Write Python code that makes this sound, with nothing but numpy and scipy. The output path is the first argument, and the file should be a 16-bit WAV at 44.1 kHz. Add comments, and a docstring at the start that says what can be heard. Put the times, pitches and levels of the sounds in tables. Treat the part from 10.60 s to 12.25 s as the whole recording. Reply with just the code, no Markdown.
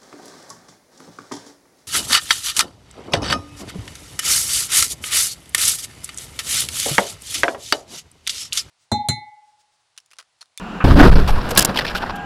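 """Road noise with an unsteady hum and a faint whine is heard first inside a car; then a short scuff begins a collision.
The body booms as filtered noise and pressure pulses, and its panels crumple as dense grains of noise.
Loose parts knock and trim cracks as coloured noise bursts; struck parts and glass chips ring as damped sines.
A tyre squeals late on as a wavering tone with its octave. The loud parts overload the microphone input."""
import sys
import numpy as np
from scipy import signal
from scipy.fft import rfft, irfft, next_fast_len
from scipy.io import wavfile
from scipy.ndimage import map_coordinates

SR = 44100
rng = np.random.default_rng(int(sys.argv[2]) if len(sys.argv) > 2 else 0)


def dump(signal):
    """Clip the signal to [-1, 1] and save it as 16-bit WAV at the path in sys.argv[1]."""
    limited = np.clip(np.atleast_2d(signal).T, -1, 1)
    pcm = np.round(limited * 32767).astype(np.int16)
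    wavfile.write(sys.argv[1], SR, pcm)


N = 72765

# Spectrum of the road noise: frequency_hz, gain_db
ROAD_SPECTRUM = [(15, -45), (25, 0.5), (120, -17.5), (185, 0.5), (320, -9.5), (640, -15.5), (734, -11),
                 (887, -11.5), (1500, -13), (2100, -26.5), (2800, -18.5), (3300, -28), (16000, -59.5)]
ROAD_DB, ROAD_FADE_DB_PER_S, ROAD_WOBBLE_DB = -31.5, 1.35, 1.5
HUM_HZ, HUM_DB, HUM_WAVER, HUM_WOBBLE_DB = 725, -45.5, 0.009, 7.1  # waver: fraction of the pitch
WHINE_HZ, WHINE_DB = 7200, -63

# Level of the tyre squeal's fundamental: time_s, level_db
SQUEAL_LEVEL = [(1.24, -69), (1.29, -38), (1.45, -42), (1.52, -42), (1.538, -30.5), (1.65, -32)]
SQUEAL_HZ, OCTAVE_DB = 805, -3
SQUEAL_WAVER, SQUEAL_FLUTTER_DB = 0.009, 1.5  # waver: fraction of the pitch

# First touch of the bumpers: start_s, level_db, hold_s
SCUFFS = [(0.2033, -22, 0.011), (0.215, -26.5, 0.015)]
# Spectrum of the scuff: frequency_hz, gain_db
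SCUFF_SPECTRUM = [(290, -37), (500, -6), (622, -23), (766, -14), (1330, 2), (2010, -15), (2510, -9),
                  (6000, -63)]

# Glass chips: start_s, level_db, pitch_hz
GLASS_CLINKS = [(.708, -46, 11600), (.712, -48, 14300), (.725, -44, 10700), (1.57, -43.5, 3170)]
# Ringing of struck parts, low thumps and one higher ring from a crack: start_s, level_db, pitch_hz
STRUCK_RINGS = [(.2425, -7, 273), (.402, 4, 260.4), (.977, -11, 1645), (.92, -16.5, 471),
                (.976, -16.5, 200), (1.088, -14.5, 201.4), (1.095, -19.5, 122), (1.228, -23, 530)]
CLINK_T60_S, STRUCK_T60_S = 0.16, 0.11

# Loose parts knocking, upper mids and treble relative to the peak level:
# start_s, peak_db, ring_hz, upper_mids_db, treble_db, hold_s
LOOSE_KNOCKS = [(0.24, -5.5, 770, -23.5, -49, 0.011), (0.305, -5, 1080, -24.5, -41, 0.012),
                (0.397, 2.5, 1470, -47, -59, 0.039), (0.43, -2.5, 1000, -34, -50, 0.015),
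                (0.458, -4, 1350, -37, -52, 0.0099), (0.554, -13.5, 920, -13.5, -34, 0.0066),
                (0.675, -12, 1060, -15.5, -23, 0.015), (0.686, -11.5, 820, -19, -27, 0.023),
                (0.777, -12.5, 1010, -29.5, -37, 0.016), (0.809, -13.5, 900, -20.5, -48, 0.0087),
                (0.889, -27, 2980, -10, -7.5, 0.0072), (0.906, -14, 664, -13.5, -13, 0.0087),
                (0.959, -10.5, 1000, -12.5, -26, 0.0092), (1.003, -16.5, 3160, -5.5, -12, 0.025),
                (1.093, -9, 700, -22.5, -46, 0.0057), (1.144, -20.5, 1540, -9.5, -22, 0.0049),
                (1.158, -8.5, 920, -17.5, -28.5, 0.0087), (1.172, -11.5, 3120, -12, -22.5, 0.0072),
                (1.185, -9, 1770, -12.5, -24.5, 0.012), (1.189, -9, 520, -14, -31, 0.0065),
                (1.208, -14.5, 1670, -14.5, -31, 0.011), (1.247, -12.5, 1720, -15.5, -28, 0.0088),
                (1.265, -15.5, 3600, -7, -21, 0.0012), (1.272, -26, 780, -1, -22, 0.017),
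                (1.296, -18.5, 1630, -16, -30, 0.019), (1.349, -9.5, 1470, -16.5, -28, 0.011),
                (1.363, -22.5, 2960, -11.5, -17.5, 0.021), (1.422, -10, 1580, -19, -47, 0.0038),
                (1.429, -8, 1035, -29, -53, 0.0092), (1.459, -21.5, 1700, -24, -49, 0.019),
                (1.492, -14.5, 990, -21.5, -43, 0.018), (1.556, -33.5, 3220, -27, -11, 0.01)]
# Spectrum of the dull layer of a knock: frequency_hz, gain_db
KNOCK_DULL_SPECTRUM = [(250, -10), (600, -2), (1700, -8), (2200, -22), (16000, -76)]
# Spectrum of its upper mids: frequency_hz, gain_db
KNOCK_MIDS_SPECTRUM = [(1700, -4.5), (2400, 9.5), (5500, 3.5), (6500, -20), (16000, -53)]
# Spectrum of its treble: frequency_hz, gain_db
KNOCK_TREBLE_SPECTRUM = [(4500, -2), (6500, -2.5), (14000, -4.5), (16400, -26)]
KNOCK_ATTACK_S, KNOCK_T60_S = 0.001, 0.03
CREST_DB = 11  # peak over rms of a knock
RING_Q, KNOCK_RING_DB = 5, 4
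CLATTER_DB, CLATTER_PER_S = 3, 1200

# Trim cracking near the microphone: start_s, level_db, ring_hz, hold_s
TRIM_CRACKS = [(.9512, -23, 5300, .001), (.9742, -3, 4000, .0065), (.983, -12, 2500, .004),
               (.991, -5, 4900, .005), (1.0065, -17, 7500, .002), (1.017, -19, 6500, .002),
               (1.0242, -12, 5500, .002), (1.0482, -7, 7200, .003), (1.0555, -13, 5300, .001)]
# Spectrum of a crack: frequency_hz, gain_db
CRACK_SPECTRUM = [(200, 6), (500, 0.5), (1670, -1), (2000, -9), (3000, -4), (5500, -3), (10000, 0),
                  (15400, -7), (16300, -33)]
CRACK_ATTACK_S, CRACK_T60_S = 0.0008, 0.011
CRACK_RING_GAIN = 2 * 10 ** (-2 / 20)

# Shaking of the body: time_s, level_db
BOOM_LEVEL = [(0.25, -8.5), (0.326, -7), (0.6, -12), (0.84, -25), (0.87, -30.5), (0.998, -21),
              (1.032, -36.5), (1.528, -33), (1.578, -65), (1.65, -35)]
# Spectrum of the shaking: frequency_hz, gain_db
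BOOM_SPECTRUM = [(8.8, -9), (15, -2), (70, -6.5), (161, -18), (200, -14.5), (260, -70)]
# Largest pressure heaves of the cabin: start_s, peak_pressure (signed, linear), length_s
CABIN_HEAVES = [(0.2412, -1.17, 0.0047), (0.246, 0.25, 0.022), (0.308, 1.2, 0.01), (.316, -1.3, 0.007),
                (0.346, -1.7, 0.011), (0.409, 1, 0.014), (.416, 1.2, .017), (.484, -.9, .01),
                (.5, -2.6, .016), (.542, 2, .015), (.572, -.85, .021), (.618, .55, .012), (.697, -.4, .03),
                (.727, .4, .044)]
BOOM_RISE_S = 0.008

# Panels crumpling: time_s, thud_db, crunch_db
CRUMPLE_LEVELS = [(0.243, -17.5, -21), (0.349, -17.5, -25.5), (0.4, -7, -12.5), (0.48, -9.5, -13.5),
                  (0.511, -32.5, -21), (0.589, -17, -23.5), (0.651, -41, -32)]
# The wreck sliding and settling: time_s, thud_db, crunch_db
SETTLE_LEVELS = [(0.68, -37.5, -32), (0.778, -36, -31), (1.046, -31, -24), (1.15, -31, -33),
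                 (1.462, -64, -32.5), (1.65, -54, -66)]
# Spectrum of the thud: frequency_hz, gain_db
THUD_SPECTRUM = [(71, -55), (120, 8), (162, -4), (264, 3.5), (700, -13), (910, -96)]
# Spectrum of the crunch: frequency_hz, gain_db
PANEL_SPECTRUM = [(290, -4.5), (500, -3), (1600, -7), (2010, -15.5), (5090, -22), (6610, -36.5),
                  (12100, -36.5), (16000, -50)]
GRAINS_PER_S, GRAIN_SPREAD_DB, GRAIN_T60_S = 1500, 2.5, 0.0094

CLIP_TOP, CLIP_HARD = 1.0, 8  # ceiling of the input, sharpness of its knee
SAG_HZ, TOP_HZ, FULL_SCALE = 3.26, 16400, 0.97


def amp(db):
    """Decibels to an amplitude ratio."""
    return 10 ** (np.asarray(db) / 20)


def unit(x):
    """Normalisation to an rms of 1."""
    return x / np.sqrt(np.mean(x ** 2) + 1e-20)


def gain(spectrum, hz):
    """Amplitude response, interpolated in decibels over log frequency."""
    f, db = np.transpose(spectrum)
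    return amp(np.interp(np.log(hz + 1), np.log(f + 1), db))


def curves(rows):
    """Amplitude envelopes, one for each dB column; at -120 dB outside the rows."""
    s, *columns = np.transpose(rows)
    return [amp(np.interp(np.arange(N) / SR, s, db, -120, -120)) for db in columns]


def wobble(rate):
    """Band-limited random fluctuation: a smooth curve through rate random knots a second."""
    knots = rng.standard_normal(int(N * rate / SR) + 4)
    return map_coordinates(knots, [np.arange(N) * rate / SR])


def wavering_phase(hz, waver, rate):
    """Frequency modulation: phase is the running sum of a wobbling frequency."""
    return 2 * np.pi * np.cumsum(hz * (1 + waver * wobble(rate))) / SR


def filtered(x, response):
    """Linear filtering: the spectrum is multiplied by a response of frequency."""
    m = next_fast_len(len(x) + 8192)
    spectrum = rfft(x, m) * response(np.fft.rfftfreq(m, 1 / SR))
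    return irfft(spectrum, m)[:len(x)]


def coloured(x, spectrum):
    """Spectral shaping, with the result brought to an rms of 1."""
    return unit(filtered(x, lambda f: gain(spectrum, f)))


def resonance(f, hz, q):
    """Second-order resonance with unit gain at its centre."""
    damping = 1j * f * hz / q
    return damping / (hz * hz - f * f + damping)


def burst(level_db, hold, attack, t60, response):
    """Impact noise: filtered noise under a linear attack, a hold and an exponential decay."""
    t = np.arange(SR // 10) / SR
    decay = amp(-60 * np.maximum(t - hold, 0) / t60)
    envelope = np.minimum(t / attack, 1) * decay
    return amp(level_db) * envelope * unit(filtered(rng.standard_normal(len(t)), response))


def add(track, s, sound):
    """Superposition of a sound on the track at time s."""
    part = track[round(s * SR):][:len(sound)]
    part += sound[:len(part)]


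def road():
    """Broadband noise that fades slowly, with a frequency-modulated hum and a steady sine whine."""
    t = np.arange(N) / SR
    level_db = ROAD_DB - ROAD_FADE_DB_PER_S * t + ROAD_WOBBLE_DB * wobble(15.05)
    hiss = amp(level_db) * coloured(rng.standard_normal(N), ROAD_SPECTRUM)
    hum_level = amp(HUM_DB + HUM_WOBBLE_DB * wobble(9.8))
    hum = hum_level * np.sin(wavering_phase(HUM_HZ, HUM_WAVER, 60))
    whine = amp(WHINE_DB) * np.sin(2 * np.pi * WHINE_HZ * t)
    return hiss + hum + whine


def squeal():
    """Tyre slip at a wavering rate: a modulated fundamental and its octave."""
    phase = wavering_phase(SQUEAL_HZ, SQUEAL_WAVER, 90)
    tone = np.sin(phase) + amp(OCTAVE_DB) * np.sin(2 * phase)
    flutter = amp(SQUEAL_FLUTTER_DB * wobble(59.7))
    return curves(SQUEAL_LEVEL)[0] * flutter * tone


def scuff():
    """Scraping contact before the blow: short bursts of mid-pitched noise."""
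    out = np.zeros(N)
    for s, db, hold in SCUFFS:
        add(out, s, burst(db, hold, KNOCK_ATTACK_S, KNOCK_T60_S, lambda f: gain(SCUFF_SPECTRUM, f)))
    return out


def rings(rows, t60, rough):
    """Modal decay: one damped sine for each row, its phase drifting as a random walk."""
    out, t = np.zeros(N), np.arange(SR // 8) / SR
    for s, db, hz in rows:
        drift = rough * np.cumsum(rng.standard_normal(len(t)))
        envelope = amp(db - 60 * t / t60) * (1 - np.exp(-t / 0.00034))
        add(out, s, envelope * np.sin(2 * np.pi * hz * t + drift))
    return out


def clinks():
    """Short-lived vibration of glass chips, each as one damped mode."""
    return rings(GLASS_CLINKS, CLINK_T60_S, rough=0.058)


def struck_rings():
    """Modal decay of struck parts: low thumps and one higher ring from a crack, one damped mode each."""
    return rings(STRUCK_RINGS, STRUCK_T60_S, rough=0.04)


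def knocks():
    """Impact excitation of loose parts: resonant dull noise, upper mids and treble under a fast clatter."""
    out = np.zeros(N)
    for s, db, hz, mids_db, treble_db, hold in LOOSE_KNOCKS:
        def dull(f):
            ring = amp(KNOCK_RING_DB) * np.abs(resonance(f, hz, RING_Q)) ** 2
            return gain(KNOCK_DULL_SPECTRUM, f) + ring
        layers = ((db - CREST_DB, dull),
                  (db + mids_db, lambda f: gain(KNOCK_MIDS_SPECTRUM, f)),
                  (db + treble_db, lambda f: gain(KNOCK_TREBLE_SPECTRUM, f)))
        for layer_db, response in layers:
            add(out, s, burst(layer_db, hold, KNOCK_ATTACK_S, KNOCK_T60_S, response))
    return out * unit(amp(CLATTER_DB * wobble(CLATTER_PER_S)))


def cracks():
    """Brittle cracking of stiff trim: abrupt bright noise, each burst with a resonance of its own."""
    out = np.zeros(N)
    for s, db, hz, hold in TRIM_CRACKS:
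        def bright(f):
            return gain(CRACK_SPECTRUM, f) * (1 + CRACK_RING_GAIN * resonance(f, hz, RING_Q))
        add(out, s, burst(db, hold, CRACK_ATTACK_S, CRACK_T60_S, bright))
    return out


def body():
    """Random vibration of the body as low noise, with half-sine heaves of cabin pressure."""
    s, level_db = np.transpose(BOOM_LEVEL)
    t = np.arange(N) / SR
    rise = np.clip((t - CABIN_HEAVES[0][0]) / BOOM_RISE_S, 0, 1)  # starts with the first heave
    shaking = coloured(rng.standard_normal(N), BOOM_SPECTRUM)
    out = rise * amp(np.interp(t, s, level_db)) * shaking
    for start, pressure, length in CABIN_HEAVES:
        add(out, start, pressure * np.sin(np.pi * np.arange(round(length * SR)) / (length * SR)))
    return out


def grains():
    """Buckling as a random pulse train: decaying grains of scattered size modulate noise."""
    struck = rng.random(N) < GRAINS_PER_S / SR
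    hits = struck * amp(GRAIN_SPREAD_DB * rng.exponential(size=N))
    decay = amp(-60 * np.arange(400) / SR / GRAIN_T60_S)
    size = signal.fftconvolve(hits, decay)[:N]
    return (unit(size) + 1.3) * rng.standard_normal(N)  # 1.3: steady noise under the grains


def crumple():
    """Dense buckling grains filtered by thick panels (thud) and thin ones (crunch), then settling."""
    thud, crunch = curves(list(CRUMPLE_LEVELS) + list(SETTLE_LEVELS))
    thick = thud * coloured(grains(), THUD_SPECTRUM)
    flutter = amp(1.54 * wobble(40.21))
    return thick + crunch * flutter * coloured(grains(), PANEL_SPECTRUM)


def scene():
    """Superposition of all the sources, from the background to the crumpling."""
    background = road() + squeal()
    parts = scuff() + clinks() + struck_rings() + knocks() + cracks()
    return (background + parts + body() + crumple())[None]


def record(dry):
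    """Saturation of the input, a high-pass sag of its flat tops, and a band limit."""
    x = dry[0]
    clipped = x / (1 + np.abs(x / CLIP_TOP) ** CLIP_HARD) ** (1 / CLIP_HARD)
    sagged = filtered(clipped, lambda hz: 1j * hz / (SAG_HZ + 1j * hz))
    limited = np.clip(sagged, -FULL_SCALE, FULL_SCALE)
    return filtered(limited, lambda hz: hz < TOP_HZ)[None]


dry = scene()
out = record(dry)
dump(out)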